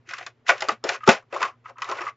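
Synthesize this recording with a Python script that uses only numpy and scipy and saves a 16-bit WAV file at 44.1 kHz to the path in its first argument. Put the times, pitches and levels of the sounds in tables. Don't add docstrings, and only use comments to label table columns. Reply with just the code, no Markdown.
import sys
import numpy as np
from scipy import signal
from scipy.fft import rfft, irfft
from scipy.io import wavfile
from scipy.ndimage import uniform_filter1d

SR = 44100
rng = np.random.default_rng(int(sys.argv[2]) if len(sys.argv) > 2 else 0)


def volts_from_decibels(level):
    exponent = np.asarray(level, float) / 20
    return 10 ** exponent


def bounce(signal):
    frames = np.transpose(np.atleast_2d(signal))
    limited = np.clip(frames, -1, 1)
    pcm = np.round(limited * 32767).astype(np.int16)
    wavfile.write(sys.argv[1], SR, pcm)


N = 95476

# (frequency [Hz], level difference [dB])
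LEAN = [(100, 0), (250, 5.5), (600, 4.5), (1200, .5), (7500, 0)]


def at_hz(points, hz):
    p = np.array(points, float)
    return np.interp(np.log(hz), np.log(np.maximum(p[:, 0], 1)), p[:, 1])


def ring(clicks, hz, t60):
    r, w = volts_from_decibels(-60 / (t60 * SR)), 2 * np.pi * hz / SR
    return signal.lfilter([0, np.sin(w)], [1, -2 * r * np.cos(w), r * r], clicks + 1e-18)


def soften(x, hz, t60):
    r, w = volts_from_decibels(-60 / (max(t60, .001) * SR)), 2 * np.pi * hz / SR
    return signal.lfilter(np.array([1, 0, -1]) * (1 - r * r) / 2, [1, -2 * r * np.cos(w), r * r], x)


def room_floor():
    # (frequency [Hz], level [dB rms])
    hum = [(118.4, -66), (242.2, -74)]
    # (frequency [Hz], density [dB per Hz])
    hiss_colour = [(30, -16), (75, -8), (120, -0.5), (200, -13), (390, -2.5), (600, -9.5), (2100, -16.5),
                   (8000, -37)]
    hiss_db, side_db = -68, -10.5
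    t = np.arange(N) / SR
    hz = np.maximum(np.arange(N // 2 + 1) * SR / N, 10)
    noise = rng.standard_normal((2, N))
    mid, side = irfft(rfft(noise) * volts_from_decibels(at_hz(hiss_colour, hz)), N)
    out = volts_from_decibels(hiss_db) * (mid + volts_from_decibels(side_db) * side * [[1], [-1]]) / mid.std()
    wavers = uniform_filter1d(rng.standard_normal((3, N)), size=900) * 18.0
    for (f, db), waver in zip(hum, wavers):
        out += np.sqrt(2) * volts_from_decibels(db) * (1 + waver) * np.sin(2 * np.pi * f * t)
    return out


def slide_levels():
    # (time [s], slide [dB], tray share [dB], lid share [dB])
    open_tilts = [
        [(.05, -72.5, 1, 7), (.075, -51.5, -28, -20), (.1, -43, -15, -1), (.17, -45.5, -18, -1),
         (.225, -45.5, -28, -3), (.255, -54, -19.5, -31), (.31, -67, 3.5, -7.5)],
        [(.445, -79.5, 19, 8.5), (.466, -39.5, -30, -18.5), (.488, -26.5, 7, 3), (.56, -45.5, -11.5, 3),
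         (.6, -45.5, -9, 0.5), (.67, -45.5, 4, -2), (.72, -38.5, -8, -1), (.78, -74.5, -24, -3.5)],
        [(.825, -70, -5.5, 18), (.86, -38.5, 6.5, 0), (.885, -35.5, -0.5, -2.5), (.95, -33.5, -6.5, 3.5),
         (.995, -68.5, -19, -11), (1.015, -61, -10, -8), (1.03, -53.5, -30, 10)],
    ]
    # (time [s], slide [dB], tray share [dB], lid share [dB])
    shut_tilts = [
        [(1.05, -57, -5, -13), (1.07, -32, -3.5, 6.5), (1.112, -23, -5, 2), (1.18, -47, -3, -2),
         (1.22, -67, -10, -19.5)],
        [(1.3, -66, -9, 6), (1.345, -40, 8.5, 0), (1.385, -46, 1.5, 7.5), (1.435, -34.5, -1.5, 14.5),
         (1.485, -45.5, -2.5, 5), (1.55, -81.5, -30, 19.5)],
        [(1.64, -65, -26.5, 12.5), (1.66, -55, -17, 4.5), (1.7, -50.5, 6, 9.5), (1.715, -68, -1.5, 10),
         (1.745, -82.5, -12.5, 8)],
        [(1.755, -79, -9, 36.5), (1.8, -51.5, -9.5, 6), (1.87, -45.5, -2, 6.5), (1.94, -44, 3, 1.5),
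         (2.03, -45, 0.5, 11), (2.095, -45.5, -10.5, 2.5), (2.135, -93, -8, 5.5)],
    ]
    slide_trim_db, tick_db = -1.5, -0.5
    tick_follows = 1.196
    t, rows = np.arange(N) / SR, np.full((3, N), -120.)
    for table in list(open_tilts) + list(shut_tilts):
        s, *columns = np.transpose(table)
        inside = (t >= s[0]) & (t <= s[-1])
        rows[:, inside] = [np.interp(t[inside], s, c) for c in columns]
    slide = rows[0] + slide_trim_db
    return np.array([slide + rows[1], slide + rows[2], slide, tick_follows * slide + tick_db])


def slide_grains():
    contacts_per_s, spread_db = 2500, 2.6
    contacts = rng.random(N) < contacts_per_s / SR
    grains = contacts * volts_from_decibels(spread_db * np.minimum(rng.exponential(1, N), 4))
    return grains / np.sqrt(np.mean(grains ** 2))


def knock_levels():
    # (time [s], wood peak [dB], tray [dB], lid [dB], tick [dB])
    early_knocks = [(.0894, -23, -73, -51, -39), (.1086, -25, -29.5, -45, -36.5),
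                    (.1361, -20.5, -73, -28, -35), (.1829, -20.5, -29, -30, -32),
                    (.2109, -27.5, -31.5, -41, -62), (.2638, -20.5, -29, -23, -29),
                    (.4828, -21, -30, -40, -26), (.4918, 3.5, -20.5, -2.5, -19.5),
                    (.5007, -3, -19.5, -8.5, -21.5), (.5788, -30.5, -59, -56, -38.5),
                    (.6058, -21.5, -28, -30, -25), (.621, -11.5, -14, -16.5, -23),
                    (.6855, -13.5, -4.5, -4.5, -23), (.6902, -12.5, -12, -17, -26.5),
                    (.8395, -19.5, -7.5, -22, -23.5), (.8504, -24.5, -17, -30.5, -40.5),
                    (.89, -6, -11.5, -17, -17.5), (1.0758, -10, 7.5, 3, -17), (1.089, 3.5, 6, 1, -8)]
    # (time [s], wood peak [dB], tray [dB], lid [dB], tick [dB])
    late_knocks = [(1.0056, -33.5, -65.5, -37, -70), (1.033, -37.5, -51, -39.5, -62),
                   (1.0374, -28, -56.5, -33, -46), (1.2244, -54.5, -70.5, -40, -66.5),
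                   (1.3259, -24.5, -13.5, -20.5, -41), (1.3394, -19.5, -36, -21.5, -39),
                   (1.3639, -51.5, -38.5, -18, -40.5), (1.4052, -21.5, -13.5, -13, -38.5),
                   (1.4164, -18.5, -57.5, -8.5, -31), (1.4272, -8, -46, -7, -22.5),
                   (1.4514, -20, -21.5, -32.5, -37.5), (1.6574, -32, -83, -25, -60),
                   (1.7684, -43, -81, -49, -79.5), (1.7828, -33, -38, -22.5, -50.5),
                   (1.8193, -16, -78, -14, -30), (1.8424, -41.5, -52, -19.5, -35.5),
                   (1.8891, -29, -16.5, -16.5, -38), (1.8964, -24.5, -14, -16, -34),
                   (1.9131, -20, -13, -13, -30), (1.9869, -18.5, -42, -37, -50.5),
                   (2.0078, -19.5, -37, -15, -41), (2.0522, -41, -69, -28.5, -46),
                   (2.0667, -26, -78.5, -15.5, -54), (2.0857, -32, -61, -36, -62.5)]
    # (time [s], wood peak [dB], tray [dB], lid [dB], tick [dB])
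    small_knocks = [(.2251, -28.5, -44, -53, -51), (.465, -27, -71, -56, -58),
                    (.4713, -22, -63, -45.5, -51), (.5077, -14.5, -36, -23, -36),
                    (.516, -14, -18, -26, -40), (.6396, -28, -29.5, -43, -38.5),
                    (.7054, -21.5, -32.5, -25, -38.5), (.717, -35.5, -39, -26, -41.5),
                    (1.0653, -32, -45, -30, -40), (1.0958, -11, -26, -24, -22.5),
                    (1.1022, -14, -14, -20, -27.5), (1.3459, -35, -29, -35, -42),
                    (1.3744, -42.5, -36.5, -33, -46), (1.4361, -26, -33.5, -17, -47),
                    (1.4432, -33.5, -36, -34.5, -47), (1.6888, -43, -49.5, -44, -58),
                    (1.8277, -34, -47, -23.5, -42), (1.8494, -33, -49.5, -38, -54.5),
                    (1.9214, -27, -50, -17.5, -40), (1.9711, -29, -45, -43, -46),
                    (2.0168, -21, -38, -21, -41), (2.0395, -30, -48, -44, -52),
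                    (2.077, -32, -48.5, -22, -45)]
    # time [s], wood, tray, lid, tick [dB]
    small_trim = [0, 0, 8, 6, 3]
    # tray, lid, wood, tick [dB]
    zone_trim = [-12.5, -6, -6.5, -0.5]
    small = np.add(small_knocks, small_trim)
    s, wood, tray, lid, tick = np.transpose(list(early_knocks) + list(late_knocks) + list(small))
    return s, np.array([tray, lid, wood, tick]) + np.array(zone_trim)[:, None]


def zone_mix(zone_db, hz):
    zone_edges = [850, 1030, 1300, 1500, 2650, 3500]
    k = np.interp(np.log(hz), np.log(zone_edges), [0, 1, 1, 2, 2, 3])
    low = min(int(k), 2)
    return zone_db[low] + (k - low) * (zone_db[low + 1] - zone_db[low])


def tin(count=110, size=4):
    # (frequency [Hz], level [dB])
    body = [(220, -22), (360, -5.5), (700, -0.5), (930, -3.5), (1180, -2.5), (1500, -3), (5500, -5),
            (7800, -11)]
    # (frequency [Hz], t60 [s])
    damping = [(500, 0.072), (1170, 0.042), (2200, 0.026), (7000, 0.018)]
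    # (frequency [Hz], swell t60 [s])
    contact = [(500, 0.021), (1170, 0.016), (2200, 0.009), (7000, 0.00083)]
    # (frequency [Hz], scatter [dB])
    lean_scatter = [(700, 1.35), (2000, -0.07), (4400, 1.5), (7500, 1)]
    strong_hz = [385.7, 533, 702, 815, 1137.5, 1219.5, 1463.4, 1964.4, 2505]
    strong_db, mode_scatter_db, knock_db = 3.5, 4.5, -16
    pile_s, pile_loss_db, first_db = .004, 6, 9

    s, zones = knock_levels()
    order = np.arange(size)
    late = rng.uniform(0.44, 1.6, (len(s), size)) * order * pile_s
    at = ((s[:, None] + late) * SR).astype(int)
    scatter = rng.standard_normal((len(s), count, size))
    landing_db = knock_db - pile_loss_db * order + first_db * (order == 0)

    pitches = np.linspace(200 ** .4, 7900 ** .4, count) ** 2.5
    pitches = pitches * (1 + .008 * rng.standard_normal(count))
    strong = [np.abs(pitches - hz).argmin() for hz in strong_hz]
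    pitches[strong] = strong_hz
    leans = rng.standard_normal(count)

    pool, grains, slide = rng.standard_normal(N), slide_grains(), slide_levels()
    where = np.flatnonzero(grains)
    slide, out = slide[:, where], np.zeros((2, N))
    for k, hz in enumerate(pitches):
        t60, clicks = np.clip(at_hz(damping, hz), .005, .3), np.zeros(N)
        touch = pool[(where + 7919 * k) % N]
        clicks[where] = grains[where] * touch * volts_from_decibels(zone_mix(slide, hz)) / np.sqrt(t60 * SR / 4)
        sign = np.where(order > 0, np.sign(scatter[:, (k + 1) % count]), 1)
        blow_db = zone_mix(zones, hz)[:, None] + landing_db + mode_scatter_db * scatter[:, k]
        np.add.at(clicks, at, sign * volts_from_decibels(blow_db))
        lean = (at_hz(LEAN, hz) + at_hz(lean_scatter, hz) * leans[k]) / 2
        mode_db = at_hz(body, hz) + strong_db * (k in strong)
        sound = soften(ring(clicks, hz, t60), hz, at_hz(contact, hz))
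        out += volts_from_decibels(mode_db + np.array([[lean], [-lean]])) * sound
    return out


def panels():
    # (time [s], peak [dB], pitch [Hz], t60 [s])
    pressed = [(0.077, -45.5, 346, 0.084), (0.135, -15.5, 1535, 0.011), (.21, -27, 730, 0.02),
               (.492, -1, 1520, 0.0099), (.494, -9, 693, 0.032), (.621, -18, 812, 0.026),
               (.684, -27.5, 303, 0.022), (.689, -7.5, 1192, 0.023), (.72, -35, 219, 0.066),
               (.89, -18, 1737, 0.022), (1.363, -13.5, 1073, 0.018), (2.067, -25.5, 2000, 0.014),
               (2.085, -21.5, 2075, 0.017), (.840, -22.5, 412.5, 0.067), (0.851, -15, 382, 0.023),
               (1.007, -36.5, 1247, 0.05), (1.033, -20, 1240, 0.039), (1.077, -5.5, 387.2, 0.066),
               (1.09, -13, 545, 0.022), (1.341, -32, 353.4, 0.1), (1.432, -42, 232, 0.054),
               (1.889, -40.5, 310, 0.053), (2.007, -29.5, 356.4, 0.067)]
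    swell = 0.55
    out = np.zeros((2, N))
    for s, db, hz, t60 in pressed:
        click = np.zeros(N)
        click[int(s * SR)] = volts_from_decibels(db)
        lean = at_hz(LEAN, hz) / 2
        out += volts_from_decibels([[lean], [-lean]]) * soften(ring(click, hz, t60), hz, swell * t60)
    return out


def thud():
    shut_s, db, pitch_hz, t60_s, swell_s = 1.0865, -5, 214.4, 0.043, 0.021
    click, out = np.zeros(N), np.zeros(N)
    click[int(shut_s * SR)] = volts_from_decibels(db)
    for ratio, mode_db in [(0.98, 2), (0.81, -10.0), (1.5, -4.5), (1.1, -3.0)]:
        hz = ratio * pitch_hz
        out += volts_from_decibels(mode_db) * soften(ring(click, hz, t60_s), hz, swell_s)
    return out * volts_from_decibels([[1], [-1]])


def room(x):
    t60_s, wall_cut_hz = 0.11, 18000
    dull = np.exp(-2 * np.pi * wall_cut_hz / SR)
    lags = (rng.uniform(.006, .022, 9) * SR).astype(int)
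    turn = np.exp(-2j * np.pi * np.arange(N // 2 + 1) / N)
    wall = (1 - dull) / (1 - dull * turn)
    echo = 0
    for k, lag in enumerate(lags):
        trip = volts_from_decibels(-60 * lag / SR / t60_s) * wall * turn ** lag
        echo = echo + (-1) ** k * trip / (1 - trip)
    return irfft(rfft(x, N) * echo, N)


def suppress(near):
    threshold_db, slope, window_s = -62, 0.2, 0.022
    power = uniform_filter1d(np.mean(near ** 2, 0), max(int(window_s * SR), 2))
    level = 10 * np.log10(power.clip(1e-12))
    return near * volts_from_decibels(slope * np.minimum(level - threshold_db, 0))


def scene():
    echo_db = -18.5
    floor = room_floor()
    low_cut = signal.butter(4, 360, "high", fs=SR, output="sos")
    near = signal.sosfilt(low_cut, tin()) + panels() + thud()
    near = near + volts_from_decibels(echo_db) * room(near)
    return suppress(near) + floor


def splash():
    splash_s, width_s, db = 1.091, .001, -46
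    swell = np.exp(-((np.arange(N) / SR - splash_s) / width_s) ** 2)
    burst = rng.standard_normal(N) * swell * volts_from_decibels(db + np.array([[3], [-4]]))
    band = signal.cheby2(8, 50, [11700, 16100], "band", fs=SR, output="sos")
    return signal.sosfilt(band, burst)


def band_limit(x):
    return signal.sosfilt(signal.butter(12, 15900, fs=SR, output="sos"), x)


def record(dry):
    ceiling, cutoff_hz = .96, 7477
    held = dry / (1 + (dry / ceiling) ** 4) ** .25
    narrow = signal.sosfilt(signal.cheby1(10, .5, cutoff_hz, fs=SR, output="sos"), held)
    narrow = signal.sosfilt(signal.cheby2(12, 50, 8500, fs=SR, output="sos"), narrow)
    return band_limit(narrow + splash())


dry = scene()
out = record(dry)
bounce(out)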